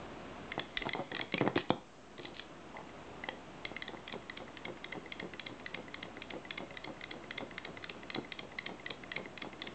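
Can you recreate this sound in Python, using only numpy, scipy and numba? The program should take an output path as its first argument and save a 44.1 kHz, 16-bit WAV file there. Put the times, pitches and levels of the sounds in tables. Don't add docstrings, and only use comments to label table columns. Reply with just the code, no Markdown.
import sys
import numpy as np
from scipy import signal
from scipy.fft import rfft, irfft
from scipy.io import wavfile
from scipy.ndimage import uniform_filter1d
from numba import njit

SR = 44100
rng = np.random.default_rng(int(sys.argv[2]) if len(sys.argv) > 2 else 0)


def pcm_store(signal):
    levels = np.round(np.clip(np.atleast_2d(signal), -1, 1) * 32767)
    wavfile.write(sys.argv[1], SR, levels.astype(np.int16).T)


N = 429534

# pitch in Hz, level in dB, swell time as a share of the push,
# share of the brightness that it takes (0 to 1).
SHELL_MODES = [(1136, -5.5, 1.4, 0.88), (1527, -6.5, 0.48, 0.025), (1879, -2.5, 0.89, 0.062),
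               (2094, 1, 1.345, 0), (2421, 2.5, 0.92, 0.94), (2712, -2.5, 0.48, 0.099),
               (3066, -7, 1.8, 0.94), (3322, 7, 0.92, 1), (3707, 3, 0.79, .99), (4032, 1.5, 0.62, 1),
               (4430, -7, 0.44, 0.87), (5440, -12, 0.47, 0.96)]
# pitch in Hz, level in dB, time to fade by 60 dB in seconds,
# share of the hardness that it takes (0 to 1).
BOARD_MODES = [(158, -15.5, 0.14, 0.42), (218, -9, 0.036, 0.08), (363, 12.5, 0.015, 0.011),
               (505, 1.5, 0.054, 0.16), (725, 15.5, 0.0094, 0.76), (810, 17, 0.0061, 0.97),
               (1050, -11.5, 0.012, 0.026), (1300, -14.5, .01, 1), (1900, -14.5, 0.0054, 0.58)]
MAIN_HZ = 2090


def undb(db):
    return 10 ** (np.asarray(db) / 20)


def level(x, db):
    return x * undb(db) / np.sqrt(np.mean(x ** 2))


def walk(rate):
    hold = int(SR / rate)
    steps = np.repeat(rng.standard_normal(N // hold + 1), hold)
    smooth = uniform_filter1d(uniform_filter1d(steps, hold), hold)
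    return 0.43 * smooth[:N]


@njit
def follow(x, start, attack, release):
    now, curve = start, np.empty(len(x))
    for i in range(len(x)):
        now += (x[i] - now) * (attack if x[i] > now else release)
        curve[i] = now
    return curve


def blows(events, strike, modes, lag_s):
    out = np.zeros(N + SR)
    for start, peak_db, *touch in events:
        chance = rng.standard_normal((3, len(modes), 1))
        hit = strike(*touch, chance)
        i = int((start + lag_s) * SR)
        out[i:i + len(hit)] += hit * undb(peak_db) / np.abs(hit).max()
    return out[:N]


def rumble():
    # pitch in Hz, relative level in dB per Hz.
    colour = np.array([(15, -54.5), (25, -15.5), (40, -10.5), (54, -15), (87, -6.5), (150, -1.5),
                       (320, 0.5), (436, -3.5), (466, -5), (711, -3), (794, -7.5), (1080, -7.5),
                       (2060, -15.5), (2810, -16), (3600, -22), (5000, -36.5), (6500, -69), (11000, -120)])
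    noise_db, hum_db, hum_hz = -47.5, -64, 59.5
    hz = np.maximum(np.arange(N // 2 + 1) * SR / N, 1)
    shape = undb(np.interp(np.log(hz), np.log(colour[:, 0]), colour[:, 1]))
    noise = irfft(rfft(rng.standard_normal(N)) * shape, N)
    noise = level(noise, noise_db) * undb(0.23 * walk(5.2))
    hum = np.sin(2 * np.pi * hum_hz * np.arange(N) / SR)
    hum = level(hum, hum_db) * undb(0.83 * walk(9))
    return noise + hum


def gain_control(heard, top_db=-45, slope=0.79, attack_s=0.07, release_s=0.49):
    loudness = follow(np.abs(heard), 1e-4, 1 / (attack_s * SR), 1 / (release_s * SR))
    return (1 + loudness / undb(top_db)) ** -slope


def room(x, gap_s=0.0073):
    t60_s, room_db = 0.33, -11
    t = np.arange(SR // 2) / SR
    tail = rng.standard_normal(len(t)) * 1000 ** (-t / t60_s) * (t > gap_s)
    tail /= np.sqrt(np.sum(tail ** 2))
    return undb(room_db) * signal.fftconvolve(x, tail)[:N]


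def jolts(hz=36, t60=0.18):
    # start in seconds, level in dB from which the jolt fades.
    jolt_rows = [(0.779, -41), (1.7, -52), (3.289, -61), (3.648, -49)]
    t = np.arange(N) / SR
    out = np.zeros(N)
    for start, db in jolt_rows:
        age = t - start
        fade = (age > 0) * 1000 ** (-np.abs(age) / t60)
        out += undb(db) * np.sin(2 * np.pi * hz * age) * fade
    return out


def scrapes(span=1.35):
    # start in seconds, length in seconds, average (rms) level in dB before fading, band centre in Hz.
    scrape_rows = [(0.854, 0.037, -53.5, 3000), (1.333, .2, -59, 2540), (1.401, 0.016, -44, 2110),
                   (1.694, 0.0047, -44, 3000), (1.558, 0.079, -44, 2700), (2.207, 0.12, -56, 3040),
                   (2.34, 0.12, -54, 3130), (2.738, 0.079, -50.5, 750)]
    out = np.zeros(N)
    for start, length, db, hz in scrape_rows:
        i, n = int(start * SR), int(length * SR)
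        grit = rng.standard_normal(n) ** 5
        band = signal.butter(3, [hz / span, hz * span], "band", fs=SR, output="sos")
        coloured = signal.sosfilt(band, grit)
        fade = np.sin(np.pi * np.linspace(0, 1, n) ** .5)
        out[i:i + n] += level(coloured, db) * fade
    return out


def gears(bright_db=-6, ms=0.58):
    # time in seconds, average (rms) level in dB.
    gear_levels = [(.4, -92), (.5, -65), (1, -58), (1.3, -66.5), (1.7, -63), (1.8, -87), (3.4, -91),
                   (3.65, -72.5), (5, -73), (6.5, -76), (8, -75), (9.74, -73)]
    teeth = rng.standard_normal(N) ** 3
    shell = tick(bright_db, MAIN_HZ, np.zeros((3, len(SHELL_MODES), 1)), ms)
    patter = level(signal.fftconvolve(teeth, shell)[:N], 0)
    times, db = np.transpose(gear_levels)
    return patter * undb(np.interp(np.arange(N) / SR, times, db))


def tap(hard_db, ms, touch_db, chance, swell_s=0.00035):
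    t = np.arange(SR // 8) / SR
    hz, db, t60, share = np.transpose(BOARD_MODES)[:, :, None]
    hz = hz * (1 + .05 * chance[1])
    gain = undb(db + share * hard_db + 2 * chance[0])
    ring = np.sum(gain * np.sin(2 * np.pi * hz * t) * 1000 ** (-t / t60), axis=0)
    ring *= 1 - np.exp(-t / swell_s)
    age = t / (ms / 1000)
    rattle = rng.standard_normal(len(t)) ** 5 * age * np.exp(-age)
    rattle /= np.sqrt(np.sum(rattle ** 2))
    rattle[0] = undb(touch_db)
    return signal.fftconvolve(rattle, ring)[:len(t)]


def tick(bright_db, pitch_hz, chance, ms=1.1):
    t = np.arange(SR // 20) / SR
    hz, db, share, bright = np.transpose(SHELL_MODES)[:, :, None]
    hz = hz * (pitch_hz / MAIN_HZ) ** (1 - bright) * (1 + .018 * chance[1])
    db = db + bright_db * bright + 3.2 * chance[0]
    age = t / (share * ms / 1000)
    swell = age ** 2 * np.exp(2 - age) / 4
    tones = np.sin(2 * np.pi * hz * t + np.pi * chance[2])
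    return np.sum(undb(db) * tones * swell, axis=0)


def hops():
    # times in seconds of the catch, first tick, second tick and landing, peak level in dB of each
    # of these four, brightness in dB of the first tick and of the second tick.
    hop_rows = [(3.97, 4.077, 4.124, 4.137, -41.5, -29, -28, -26.5, -6.5, 1),
                (4.2228, 4.296, 4.3727, 4.401, -44, -30.5, -30, -33, -8.5, -2),
                (4.4787, 4.57, 4.6518, 4.68, -41.5, -33, -28, -29, -10.5, -9),
                (4.771, 4.8426, 4.9242, 4.951, -42.5, -30.5, -28, -30, -8, -16),
                (5.058, 5.1202, 5.1979, 5.225, -39.5, -27, -27.5, -30, -5, -8),
                (5.3347, 5.3948, 5.4658, 5.494, -35, -28, -28.5, -35, -9, -11),
                (5.597, 5.6608, 5.7442, 5.773, -40.5, -25, -27.5, -31.5, -13, -7),
                (5.88, 5.942, 6.0276, 6.052, -40.5, -28.5, -28, -34.5, -4, -9.5),
                (6.168, 6.2192, 6.305, 6.335, -37, -30, -29.5, -30, -4, -10.5),
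                (6.4495, 6.5058, 6.5772, 6.603, -40, -25, -28, -29.5, -9.5, -3.5),
                (6.7057, 6.77, 6.8433, 6.873, -38.5, -28, -30, -30.5, -9, -5),
                (6.968, 7.0377, 7.1113, 7.137, -45, -28, -28, -34, -8, -6.5),
                (7.238, 7.3075, 7.3789, 7.405, -41.5, -27.5, -26.5, -28, -11.5, -4.5),
                (7.5096, 7.5793, 7.649, 7.673, -37.5, -25.5, -30, -33, -11, -8),
                (7.7705, 7.841, 7.8956, 7.947, -34.5, -27.5, -30.5, -37.5, -13.5, -7.5),
                (8.031, 8.1007, 8.1472, 8.159, -39, -27.5, -26.5, -26, -10.5, -1),
                (8.246, 8.32, 8.3906, 8.43, -41, -27, -28, -35.5, -8, -1.5),
                (8.518, 8.5854, 8.6629, 8.6905, -43, -25.5, -25.5, -30.5, -5, -8),
                (8.796, 8.861, 8.9048, 8.92, -42.5, -26.5, -25, -42, -11.5, -2),
                (9.035, 9.116, 9.1626, 9.177, -37.5, -26, -25.5, -29, -11.5, -7),
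                (9.255, 9.375, 9.4198, 9.445, -37, -30, -27.5, -29.5, -3, -6),
                (9.529, 9.618, 9.6711, 9.7, -37, -26.5, -29.5, -42, -8, -10.5)]
    catch_bright, land_bright = -20.5, -13.5
    catch_hz, first_hz, second_hz = 2042, 2036, 2110
    land_hard, bounce_hard, kick_hard = -3.5, -20.5, -11.5
    land_ms, kick_ms = 5.9, 5.5
    land_touch, soft_touch = 2.5, -5.5
    ticks, taps = [], []
    for catch, first, second, land, catch_db, first_db, second_db, land_db, first_bright, second_bright in hop_rows:
        ticks += [
            (catch, catch_db, catch_bright, catch_hz),
            (first, first_db, first_bright, first_hz),
            (second - .0034, second_db - 11.5, second_bright, second_hz),
            (second, second_db, second_bright, second_hz),
            (land + .002, land_db - 14.5, land_bright, second_hz),
        ]
        taps += [
            (land, land_db, land_hard, land_ms, land_touch),
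            (land + .016, land_db - 4, bounce_hard, land_ms, soft_touch),
            (catch, catch_db - 3, kick_hard, kick_ms, soft_touch),
            (second, second_db - 12, kick_hard, kick_ms, soft_touch),
        ]
    return ticks, taps


def scene():
    # start in seconds,
    # peak level in dB before filtering, brightness in dB, pitch of the main lower tone in Hz.
    loose_ticks = [(0.518, -27.5, -17, 2100), (0.579, -36, -18, 2010), (0.5938, -23.5, -8, 1990),
                   (0.7706, -19, -4.5, 2060), (0.82, -27.5, -15.5, 2150), (0.8903, -23.5, -11.5, 1970),
                   (0.9324, -24.5, -5, 2130), (1.1161, -31, -13.5, 1930), (1.1477, -27, -11, 2090),
                   (1.165, -26.5, -5, 2000), (1.1916, -29.5, -13, 2030), (1.2112, -25, -9, 2160),
                   (1.3218, -30, -12, 2100), (1.34, -21, -13, 2220), (1.3787, -25.5, -16, 2395),
                   (1.4111, -27.5, -18, 2040), (1.462, -35.5, -25.5, 2150), (1.475, -31.5, -22, 1940),
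                   (1.5562, -29.5, -7, 2090), (1.5756, -20, -10.5, 1940), (1.7035, -24, 4, 2080),
                   (2.179, -40.5, -3, 2000), (2.1939, -35.5, -8, 1960), (2.252, -33, -2.5, 2030),
                   (2.363, -46, -16, 1980), (2.394, -29, -4, 1940), (2.7666, -37, -28, 2050),
                   (2.8918, -47, -22, 2100), (3.2366, -29.5, -26, 2050), (3.2869, -24.5, -16, 2050),
                   (3.6504, -24.5, -10.5, 2030), (3.7637, -28, -20.5, 2044), (3.821, -26.5, -9, 2000),
                   (3.879, -28.5, -9, 2015), (4.095, -37, -12, 2000), (6.74, -42.5, -13, 2030),
                   (7.0099, -35, -11.5, 2110), (7.826, -40.5, -11, 2040), (9.595, -42.5, -16, 2030)]
    # start in seconds,
    # peak level in dB before filtering, hardness in dB, rattle time in ms, first touch in dB over the rattle.
    more_taps = [(0.577, -19, -0.5, 13, 6), (0.815, -31, -7, 11, -2.5), (0.853, -22, 1, 10.6, -11.5),
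                 (0.948, -22.5, 0, 13, 0), (0.991, -23.5, -8, 8.7, -3), (1.114, -29, -4.5, 15, -6),
                 (1.197, -26, 1.5, 4.6, 11), (1.22, -32, -7, 8.9, -4), (1.338, -21.5, -19.5, 5.1, -1.5),
                 (1.377, -28, -4, 8, 12), (1.409, -13, -15, 8.7, 3.5), (1.45, -22, -27, 10.4, -4.5),
                 (1.474, -13, 2, 11, 10), (1.558, -18.5, -21, 2.3, -12.5), (1.575, -17.5, 3, 2.7, 7.5),
                 (1.7025, -9, -5, 4.3, 20), (2.189, -34, -19, 8.8, -5), (2.247, -32.5, -9, 23, -1),
                 (2.786, -32.5, 1.5, 8.6, 0.5), (3.235, -33.5, 2, 9.2, 6), (3.285, -25, 4, 2.5, 1),
                 (3.327, -38.5, -21, 7.1, -1), (3.642, -36, -13, 8, -15), (3.714, -29, -11, 6.9, 9),
                 (3.89, -32.5, -6, 5.1, 6), (3.933, -31, -3.5, 5.9, -4), (8.184, -28, -17, 6.2, 0),
                 (8.739, -37, -22, 5.7, 3), (9.639, -34.5, -3, 8, 0)]
    low_hz, mic_hz = 118, 4640
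    hop_ticks, hop_taps = hops()
    toy = blows(loose_ticks + hop_ticks, tick, SHELL_MODES, lag_s=0)
    toy += blows(more_taps + hop_taps, tap, BOARD_MODES, lag_s=0.0015)
    toy += scrapes() + gears()
    toy = signal.sosfilt(signal.butter(4, low_hz, "high", fs=SR, output="sos"), toy)
    toy = signal.sosfilt(signal.butter(4, mic_hz, fs=SR, output="sos"), toy + room(toy))
    toy += jolts()
    return (toy + gain_control(toy) * rumble())[None]


def record(dry):
    hiss_db, whine_db, whine_hz, top_hz = -64, -87, 6222, 8800
    hiss = level(rng.standard_normal(N), hiss_db)
    whine = undb(whine_db) * np.sin(2 * np.pi * whine_hz * np.arange(N) / SR)
    noisy = dry + hiss + whine - .0009
    soft = signal.sosfilt(signal.butter(14, 7900, fs=SR, output="sos"), noisy)
    return signal.sosfilt(signal.ellip(10, .2, 60, top_hz, fs=SR, output="sos"), soft)


dry = scene()
out = record(dry)
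pcm_store(out)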